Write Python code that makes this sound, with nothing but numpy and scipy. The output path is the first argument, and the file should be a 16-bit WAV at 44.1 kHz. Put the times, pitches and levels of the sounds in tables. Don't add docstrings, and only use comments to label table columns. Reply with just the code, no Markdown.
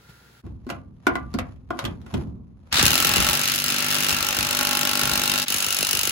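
import sys
import numpy as np
from scipy import signal
from scipy.fft import rfft, irfft, next_fast_len
from scipy.io import wavfile

SR = 44100
rng = np.random.default_rng(int(sys.argv[2]) if len(sys.argv) > 2 else 0)


def rack_gain(trim_db):
    fader = np.asarray(trim_db, float)
    return 10 ** (fader / 20)


def bounce(signal):
    frames = np.transpose(np.atleast_2d(signal))
    limited = np.clip(frames, -1, 1)
    pcm = np.round(limited * 32767).astype(np.int16)
    wavfile.write(sys.argv[1], SR, pcm)


N = 269846


def unit(x):
    return x / np.sqrt(np.mean(x ** 2) + 1e-20)


def along(points, hz):
    f, v = np.transpose(points)
    return np.interp(np.log(hz + 1), np.log(f + 1), v)


def curves(rows):
    s, *cols = np.transpose(rows)
    return [np.interp(np.arange(N) / SR, s, c, -120, -120) for c in cols]


def filtered(x, response):
    m = next_fast_len(x.shape[-1] + 8192)
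    return irfft(rfft(x, m) * response(np.fft.rfftfreq(m, 1 / SR)), m)[..., :x.shape[-1]]


def causal(gain):
    c = irfft(np.log(gain + 1e-6))
    c[1:len(c) // 2] *= 2
    c[len(c) // 2 + 1:] = 0
    return np.exp(rfft(c))


def resonances(modes, hz):
    total = 0
    for k, (centre, width, db) in enumerate(modes):
        spin = 1j * hz * width
        total = total + (-1) ** k * rack_gain(db) * spin / (centre * centre - hz * hz + spin)
    return total


# (frequency [Hz], likeness [0 to 1])
LIKENESS = [(40, 0.7), (150, 1), (300, 0.48), (800, 0.2), (3000, 0.071), (8000, 0.52), (15000, 0.85)]
# (frequency [Hz], lead [radians])
LEFT_LEAD = [(0, 0), (600, -0.2), (2150, 1.5), (2500, 1.3), (3010, -4.4), (3960, -5.7), (5510, -3.0),
             (6030, -2.9), (6550, 0.0), (8870, -2.7), (10200, -5.6), (11500, -6.5), (14800, -12.1),
             (16700, -12.8)]


def spaced(pair):
    def blend(hz):
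        angle = np.arccos(np.clip(along(LIKENESS, hz), -1, 1)) / 2
        return np.array([np.cos(angle), np.sin(angle)])

    mid, side = filtered(pair, blend)
    stereo = np.array([mid + side, mid - side])
    return filtered(stereo, lambda hz: np.exp([[.5j], [-.5j]] * along(LEFT_LEAD, hz)))


def hiss(tone):
    noise = rng.standard_normal((2, N))
    return unit(spaced(filtered(noise, lambda hz: rack_gain(along(tone, hz)))))


# (frequency [Hz], time to fade by 60 dB [s])
GARAGE_FADE = [(200, 0.33), (1000, 0.29), (4000, 0.15), (12000, 0.042)]


def tail(seconds):
    noise = rng.standard_normal((2, int(seconds * SR)))
    hz, t, z = signal.stft(noise, SR, nperseg=256)
    fading = z * rack_gain(-60 * t / along(GARAGE_FADE, hz)[:, None])
    out = signal.istft(fading, SR, nperseg=256)[1]
    return out / np.linalg.norm(out[0])


def in_garage(dry):
    return rack_gain(-5.5) * signal.fftconvolve(dry, tail(.4), axes=1)[:, :dry.shape[1]]


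def placed(times, shapes):
    at = np.round(times * SR).astype(int)[:, None] + np.arange(shapes.shape[-1])
    return np.array([np.bincount(at.ravel(), shapes[:, c].ravel(), N + SR)[:N] for c in range(2)])


def bursts(times, db, t60, rise, same):
    t = np.arange(1500) / SR
    same = np.clip(same, 0, 1)
    common = rng.standard_normal((2, len(t)))
    fresh = rng.standard_normal((len(times), 2, len(t)))
    noise = same * common + np.sqrt(1 - same ** 2) * fresh
    envelope = rack_gain(-60 * t / t60) * (1 - np.exp(-t / rise))
    return placed(times, rack_gain(db)[:, None, None] * noise * envelope)


# (time [s], level [dB])
AIR_LEVEL = [(0.0, -56.5), (0.08, -54.5), (0.1, -48.5), (0.12, -54), (0.42, -56), (0.43, -67)]
# (frequency [Hz], relative level [dB])
AIR_COLOUR = [(18, -47), (30, -22.5), (118, 2), (280, -7.5), (512, -9), (616, -16.5), (913, -11),
              (1100, -17), (1430, -8), (2010, -13), (2350, -17), (4300, -17), (9220, -27), (9970, -24),
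              (16000, -30)]


def room_air():
    t = np.arange(N) / SR
    whistle = filtered(rng.standard_normal(N), lambda hz: resonances([(1396, 30, 0)], hz) ** 2)
    hum = np.sin(2 * np.pi * np.outer([62, 120], t)).sum(0)
    air = hiss(AIR_COLOUR) + rack_gain(-11.5) * unit(whistle) + rack_gain(-7) * hum
    return rack_gain(*curves(AIR_LEVEL)) * air


def booming(s, db, t60):
    rise_s = 0.013
    age = np.clip(np.arange(0, N, 32) / SR - s[:, None], 0, None)
    rise = 1 - np.exp(-(age / rise_s) ** 2)
    power = (rack_gain(db[:, None] - 60 * age / t60) * rise) ** 2
    return np.repeat(power.sum(0), 32)[:N]


# (time [s], boom level [dB], deep part level [dB])
BODY_SHOVES = [(.435, -37, -39.5), (.69, -35.5, -47), (.84, -53, -52.5), (1.1, -37.5, -40.5),
               (1.2, -40, -44), (1.33, -33.5, -36), (1.68, -43, -52), (1.825, -29.5, -43),
               (2.125, -24, -38.5), (2.715, -34.5, -47)]
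# (frequency [Hz], relative level [dB])
BOOM_COLOUR = [(15, -59), (25, -21.5), (75, -5), (240, -9), (381, -23), (510, -30), (671, -37),
               (1100, -38.5), (1500, -52.5), (1950, -101), (3300, -120)]
# (frequency [Hz], relative level [dB])
DEEP_COLOUR = [(20, -29), (40, -12.5), (65, 4.5), (100, -5.5), (160, -29), (300, -120)]


def body_boom():
    t = np.arange(N) / SR
    shove_t60_s, deep_t60_s, thump_t60_s = 0.92, 1.77, 0.59
    floor_db, thump_boom_db, thump_deep_db = -54.5, -11, -18.5
    shove_s, shove_db, deep_db = np.transpose(BODY_SHOVES)
    thump_s, thump_db, _ = np.transpose(FALLING_THUMPS)
    before = t < DIPS[1][0]
    boom = booming(shove_s, shove_db, shove_t60_s) + rack_gain(floor_db) ** 2
    boom += before * booming(thump_s, thump_db + thump_boom_db, thump_t60_s)
    deep = booming(shove_s, deep_db, deep_t60_s)
    deep += before * booming(thump_s, thump_db + thump_deep_db, thump_t60_s)
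    sound = np.sqrt(boom) * hiss(BOOM_COLOUR) + np.sqrt(deep) * hiss(DEEP_COLOUR)
    return (t > DIPS[0][0]) * sound


# (start [s], length [s], level [dB])
RUB_STROKES = [(.47, 0.0084, -61.5), (0.717, 0.017, -51.5), (1.07, 0.11, -56), (1.317, .2, -60.5),
               (1.799, 0.07, -44.5), (2.07, .04, -62.5), (2.118, .09, -49.5), (2.672, .06, -65)]
# (frequency [Hz], relative level [dB])
RUB_COLOUR = [(300, -20.5), (500, -2.5), (1130, -6), (1650, -12.5), (3750, -19.5), (6640, -25), (9000, -39),
              (11000, -23.5), (13000, -55), (16000, -57.5)]


def rubbing():
    t = np.arange(N) / SR
    rise_db_s, fall_db_s, floor_db = 257.5, 229, -77
    level = rack_gain(floor_db)
    for s, length, db in RUB_STROKES:
        early = np.clip(s - t, 0, None)
        late = np.clip(t - s - length, 0, None)
        level = level + rack_gain(db - rise_db_s * early - fall_db_s * late)
    grit_db = 3.5 * np.repeat(rng.standard_normal(N // 128 + 1), 128)[:N]
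    return (t > DIPS[0][0]) * level * rack_gain(grit_db) * hiss(RUB_COLOUR)


# (time [s], crack level [dB], thud level [dB], ring level [dB], tick [Hz])
CONTACTS = [(0.436, -65, -44.5, -54.5, 2740), (0.4689, -54, -37, -48, 2690), (0.6669, -41, -29, -40, 4420),
            (0.691, -33, -46, -25.5, 4800), (0.701, -19.5, -27.5, -21.5, 2700),
            (1.068, -10, -11.5, -11, 2320), (1.1543, -20.5, -18, -15.5, 2620),
            (1.3399, -21, -31, -29.5, 4600), (1.3443, -40, -19, -31.5, 4940),
            (1.3876, -15.5, -34, -30, 2400), (1.5616, -55, -50.5, -73, 2720),
            (1.7052, -29.5, -19.5, -19, 3080), (1.7903, -15.5, -38, -28.5, 3820),
            (1.8416, -23.5, -24.5, -40, 2620), (1.8514, -16, -28.5, -33, 3320),
            (2.0157, -44, -46, -61, 3700), (2.0637, -39.5, -40, -44, 2680), (2.14, -22, -20.5, -27.5, 3200),
            (2.1467, -43, -22.5, -43, 2860)]
# (frequency [Hz], level [dB], time to fade by 60 dB [s])
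ARM_MODES = [(250.3, -3, 0.11), (334, 2.5, 0.044), (702, -5.5, 0.041), (812, -14.5, 0.075),
             (1060, 2.5, 0.022), (1437, 1.5, 0.024), (1600, -15.5, 0.044), (2014, -12.5, 0.04),
             (2264, -24, 0.044), (2920, -36.5, .06), (3593, -31, .04), (3980, -30, 0.022),
             (5163, -29, 0.032), (7400, -30, 0.024)]
# (frequency [Hz], relative level [dB])
CRACK_COLOUR = [(290, -54), (500, 2), (855, -5.5), (1140, -3), (3860, -14.5), (5160, -15.5), (10700, -22.5),
                (13100, -22.5), (16000, -43.5)]


def knocks():
    t = np.arange(2 * SR // 5) / SR
    soft_shift = 0.51
    shapes = []
    for s, crack_db, thud_db, ring_db, tick_hz in CONTACTS:
        ring = 0
        for hz, level, t60 in ARM_MODES:
            db = level + (thud_db if hz < 500 else ring_db) + rng.normal(0, 3.45)
            if hz < 300:
                db += soft_shift * (thud_db - ring_db) - 3
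            phase = [[0], [rng.normal(0, 1.0)]]
            ring = ring + rack_gain(db - 60 * t / t60) * np.sin(2 * np.pi * hz * t + phase)

        def crack_response(hz):
            tick = 1 + np.abs(resonances([(tick_hz, 400, 9)], hz))
            return causal(rack_gain(along(CRACK_COLOUR, hz)) * tick)

        fade = rack_gain(-60 * t / 0.064) + 0.94 * rack_gain(-60 * t / 0.0066)
        crack = filtered(rng.standard_normal((2, len(t))) * fade, crack_response)
        contact = ring * (1 - np.exp(-t / 0.0026)) + rack_gain(crack_db) * crack / np.abs(crack).max()
        wet = filtered(in_garage(contact), lambda hz: 1 / (1 + 1j * hz / 2500))
        shapes.append(contact + wet)
    return placed(np.array(CONTACTS)[:, 0], np.array(shapes))


SINGING_MODE = 1174, .5
# (time [s], level [dB])
SINGING_STARTS = [(0.701, -50), (1.067, -40), (1.1543, -36.5), (1.7053, -43), (1.7903, -53), (1.8416, -57)]


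def singing():
    s, db = np.transpose(SINGING_STARTS)
    hz, t60 = SINGING_MODE
    t = np.arange(2 * SR // 5) / SR
    drift = np.cumsum(rng.standard_normal((len(s), 1, len(t))), -1) * .012
    wave = np.sin(2 * np.pi * hz * t + drift + [[0], [.8]])
    tone = wave * rack_gain(-60 * t / t60) * (1 - np.exp(-t / .004))
    return placed(s, rack_gain(db)[:, None, None] * tone)


# (time [s], blow level [dB], whirr level [dB], level below 1.5 kHz [dB])
WRENCH_LEVELS = [(2.71, -42, -60, -2), (2.72, -20, -36, 1.5), (2.81, -4, -30, -1), (2.9, -5.5, -36, -1),
                 (3.2, -8, -27, 1.5), (3.35, -9, -34, 1), (3.5, -11, -27.5, -4.5), (3.6, -11, -37, -6.5),
                 (3.75, -10.5, -29.5, -2.5), (4.1, -11, -31.5, -1), (4.2, -11.5, -32, 1),
                 (4.78, -9.5, -34, 0), (5.42, -10, -35.5, -1), (5.45, -22, -50, -6), (5.47, -10, -34.5, -5),
                 (5.61, -10.5, -37.5, -1), (6.119, -8, -39, -2.5)]
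# (time [s], blows struck so far [count])
BLOW_COUNT = [(2.8274, 0), (2.9315, 4), (3.0247, 8), (3.1594, 14), (3.3308, 22), (3.5388, 32), (3.8037, 45),
              (4.2061, 65), (4.7104, 90), (5.4383, 126), (5.4821, 127), (5.6848, 137), (5.8893, 147),
              (6.1137, 158)]
# (frequency [Hz], relative level [dB])
WHIRR_COLOUR = [(100, -36), (350, -18), (700, -7), (1400, 2.5), (2800, 2), (4000, -1), (6500, -6),
                (9000, -32), (10500, -19.5), (13000, -22.5), (16000, -37)]
# (time [s], level [dB])
RASP_LEVEL = [(2.7, 0), (4.4, 0), (5.0, 0.5), (5.44, 3), (5.47, 0), (6.119, 0)]


def wrench():
    hammer_boom_db, restart_boom_db = -35.5, -4
    blow_db, whirr_db, low_db = curves(WRENCH_LEVELS)
    s, count = np.transpose(BLOW_COUNT)
    chance = rng.standard_normal((int(count[-1]) + 1, 5))
    beat = np.interp(np.arange(len(chance)), count, s)
    gap = np.gradient(beat)
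    times = beat - .0004 + .0002 * chance[:, 0]
    at = (times * SR).astype(int)
    db = blow_db[at] + 1.1 * chance[:, 1]
    after = np.arange(N) > DIPS[1][0] * SR

    sharp = blows(times, gap, at, db, chance, after) + slips()
    struck = spaced(sharp + cam_knocks(times, gap, db, chance)) + in_garage(sharp)
    struck = struck + rack_gain(whirr_db) * hiss(WHIRR_COLOUR)

    low = filtered(struck, lambda hz: 1 / (1 + (hz / 1500) ** 4))
    rasp = filtered(struck, lambda hz: np.exp(-((hz - 4000) / 600) ** 2))
    struck = struck + (rack_gain(low_db) - 1) * low + (rack_gain(*curves(RASP_LEVEL)) - 1) * rasp
    balance = rack_gain([[.6], [-.6]])
    boom = rack_gain(blow_db + hammer_boom_db + restart_boom_db * after) * hiss(BOOM_COLOUR)
    return (struck + arm_shake(beat, at, chance)) * balance + boom


# (time [s], level [dB])
LOOSE_HITS = [(2.7256, -5), (2.741, -5), (2.7551, -6), (2.7669, -3.5), (2.7725, -6.5), (2.7832, -4),
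              (2.793, 0.5), (2.803, -10.5), (2.8105, -5.5)]


def slips():
    s, db = np.transpose(LOOSE_HITS)
    hits = bursts(s, db, 0.041, 0.00058, same=0)
    modes = [(1280, 800, -3), (3890, 1800, -1), (11020, 8100, -16)]  # (Hz, width Hz, dB)
    return filtered(hits, lambda hz: resonances(modes, hz))


# (time [s], level [dB], time to fade by 60 dB [s])
FALLING_THUMPS = [(2.784, -19.5, .06), (2.828, -15, 0.11), (2.907, -33, .06), (3.049, -19.5, .06),
                  (3.165, -18, 0.084), (3.184, -18.5, 0.1), (4.108, -25, 0.088), (4.38, -24, .06),
                  (4.599, -33, .07), (5.023, -24.5, .06), (5.065, -27, .06), (5.105, -26.5, 0.054),
                  (5.188, -34, .07), (5.503, -25, .04), (5.543, -29, 0.086), (5.665, -31.5, 0.072),
                  (5.789, -26.5, 0.068), (5.808, -31, .09), (5.828, -17.5, 0.027), (5.935, -25.5, 0.096),
                  (5.954, -25, 0.026), (5.974, -29.5, .08), (6.035, -28, 0.042), (6.074, -20.5, 0.032),
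                  (6.095, -30, .08)]


def thumps():
    s, db, t60 = np.transpose(FALLING_THUMPS)
    t = np.arange(SR // 10) / SR
    pitch_hz = 60 + 700 * np.exp(-t / 0.00504)
    phase = 1.6 * rng.standard_normal((len(s), 1, 1)) * [[.5], [-.5]]
    wave = np.sin(2 * np.pi * np.cumsum(pitch_hz) / SR + phase)
    sweep = wave * rack_gain(-60 * t / t60[:, None, None]) * (1 - np.exp(-t / 0.0021))
    return placed(s, rack_gain(db)[:, None, None] * sweep)


# (frequency [Hz], relative level [dB])
BLOW_COLOURS = ([(180, -29.5), (300, -2), (470, -9), (584, -2.5), (689, -10.5), (814, -4), (900, -11),
                 (1410, -4.5), (2030, -6), (2740, -2.5), (13100, -7), (15000, -8.5), (16000, -15.5)],
                 [(180, -33), (300, -11), (1170, -10), (1410, -8), (2250, -10), (2790, -2.5), (3350, -5),
                 (7320, -4), (9390, -9), (10700, -1.5), (13100, -13), (15200, -7.5), (16000, -17)])
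# (frequency [Hz], width [Hz], level over the rest [dB])
SOCKET_MODES = [(1337, 104, 1), (2740, 227, 0.5), (4080, 140, -6), (5110, 750, -5.5), (6120, 95, -2.5),
                (7230, 100, -20), (10540, 135, -3), (11770, 82, 0)]


def blows(times, gap, at, db, chance, after):
    rebound_db = curves(BLOW_GRIP)[3]
    snap = bursts(times, db + 3.5, 0.016, 0.00059, same=0.1)
    body = bursts(times, db + 0.72, 0.024, 0.00084, same=.5)
    hits = filtered(snap, lambda hz: 1j * hz / (7000 + 1j * hz))
    hits += filtered(body, lambda hz: 1 / (1 + 1j * hz / 7000))
    rebound_s = times + .4 * gap + .0004 * chance[:, 2]
    hits += bursts(rebound_s, db + rebound_db[at] + 5.0 * chance[:, 3], 0.016, 0.00046, same=0.12)
    chatter_s = times + .0035 + .001 * chance[:, 3]
    hits += bursts(chatter_s, db - 12.5 + 2.1 * chance[:, 2], 0.01, 0.00063, same=0)

    def steel(hz):
        return 1 + sum(np.abs(resonances([mode], hz)) for mode in SOCKET_MODES)

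    sharp = np.zeros((2, N))
    for part, tone in zip((~after, after), BLOW_COLOURS):
        sharp += filtered(hits * part, lambda hz: causal(rack_gain(along(tone, hz)) * steel(hz)))
    return sharp


# (time [s], swing level [dB], sway level [dB], buzz level [dB], rebound level [dB])
BLOW_GRIP = [(2.72, 9, 2, 18, 0), (3.0, 8, 13.5, 9, -7), (3.27, 27, 8, 15.5, -3.5),
             (3.57, 15.5, 6.5, -13, -3.5), (3.7, 15, 12, -7.5, -12), (4.08, 14, 11, 6.5, -1.5),
             (4.2, 2, 6.5, 4, -11.5), (4.7, 6, 13, 13.5, -21), (5.43, 12, 12, 9.5, -9),
             (5.47, -6, -0.5, -8, -8.5), (6.119, 0, -5, -12, -19.5)]
# (frequency [Hz], width [Hz], level [dB])
SWING_MODE = [(151.5, 6.6, -2)]
# (frequency [Hz], width [Hz], level [dB])
SWAY_MODES = [(234, 43, 4), (276, 74, -8), (356, 31, -9)]
# (frequency [Hz], width [Hz], level [dB])
BUZZ_MODES = [(592, 14, -3.5), (831, 17, 5.5), (1096, 38, -0.5), (1272, 22, -27), (1413, 54, 0.5)]


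def arm_shake(beat, at, chance):
    swing_db, sway_db, buzz_db, _ = curves(BLOW_GRIP)
    push_db = np.array([swing_db[at], sway_db[at], buzz_db[at]]) + 1.2 * chance[:, 4]
    pushes = np.zeros((3, N))
    pushes[:, (beat * SR).astype(int)] = rack_gain(push_db)
    groups = (SWING_MODE, SWAY_MODES, BUZZ_MODES)
    return filtered(pushes, lambda hz: np.array([resonances(modes, hz) for modes in groups])).sum(0)


def cam_knocks(times, gap, db, chance):
    climb_s = times + .62 * gap
    cam = bursts(climb_s, db - 11 + 1.53 * chance[:, 4], 0.077, 0.0012, same=0.24)
    return filtered(cam, lambda hz: resonances([(1290, 3000, 0.14), (3150, 290, 4.6)], hz))


# (time [s], half width [s])
DIPS = [(0.422, 0.02), (5.456, 0.0073)]


def scene():
    t = np.arange(N) / SR
    fade = np.prod([np.clip(np.abs(t - s) / w, .03, 1) for s, w in DIPS], axis=0)
    handling = room_air() + body_boom() + rubbing() + knocks() + singing()
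    return (handling + wrench() + thumps()) * fade


def band_limit(x):
    return signal.sosfilt(signal.butter(12, 17150, fs=SR, output="sos"), x)


# (frequency [Hz], level [dB])
MIC_COLOUR = [(7500, 1), (9200, -0.5), (10500, 1.5), (12200, 1.5), (13200, 3.5), (14200, 0.5), (15800, 6),
              (16100, -27), (17000, -38.5)]


def record(dry):
    ceiling = 0.98
    heard = filtered(dry, lambda hz: rack_gain(along(MIC_COLOUR, hz)))
    mix = heard / (1 + np.abs(heard / ceiling) ** 4) ** .25
    return band_limit(mix)


dry = scene()
out = record(dry)
bounce(out)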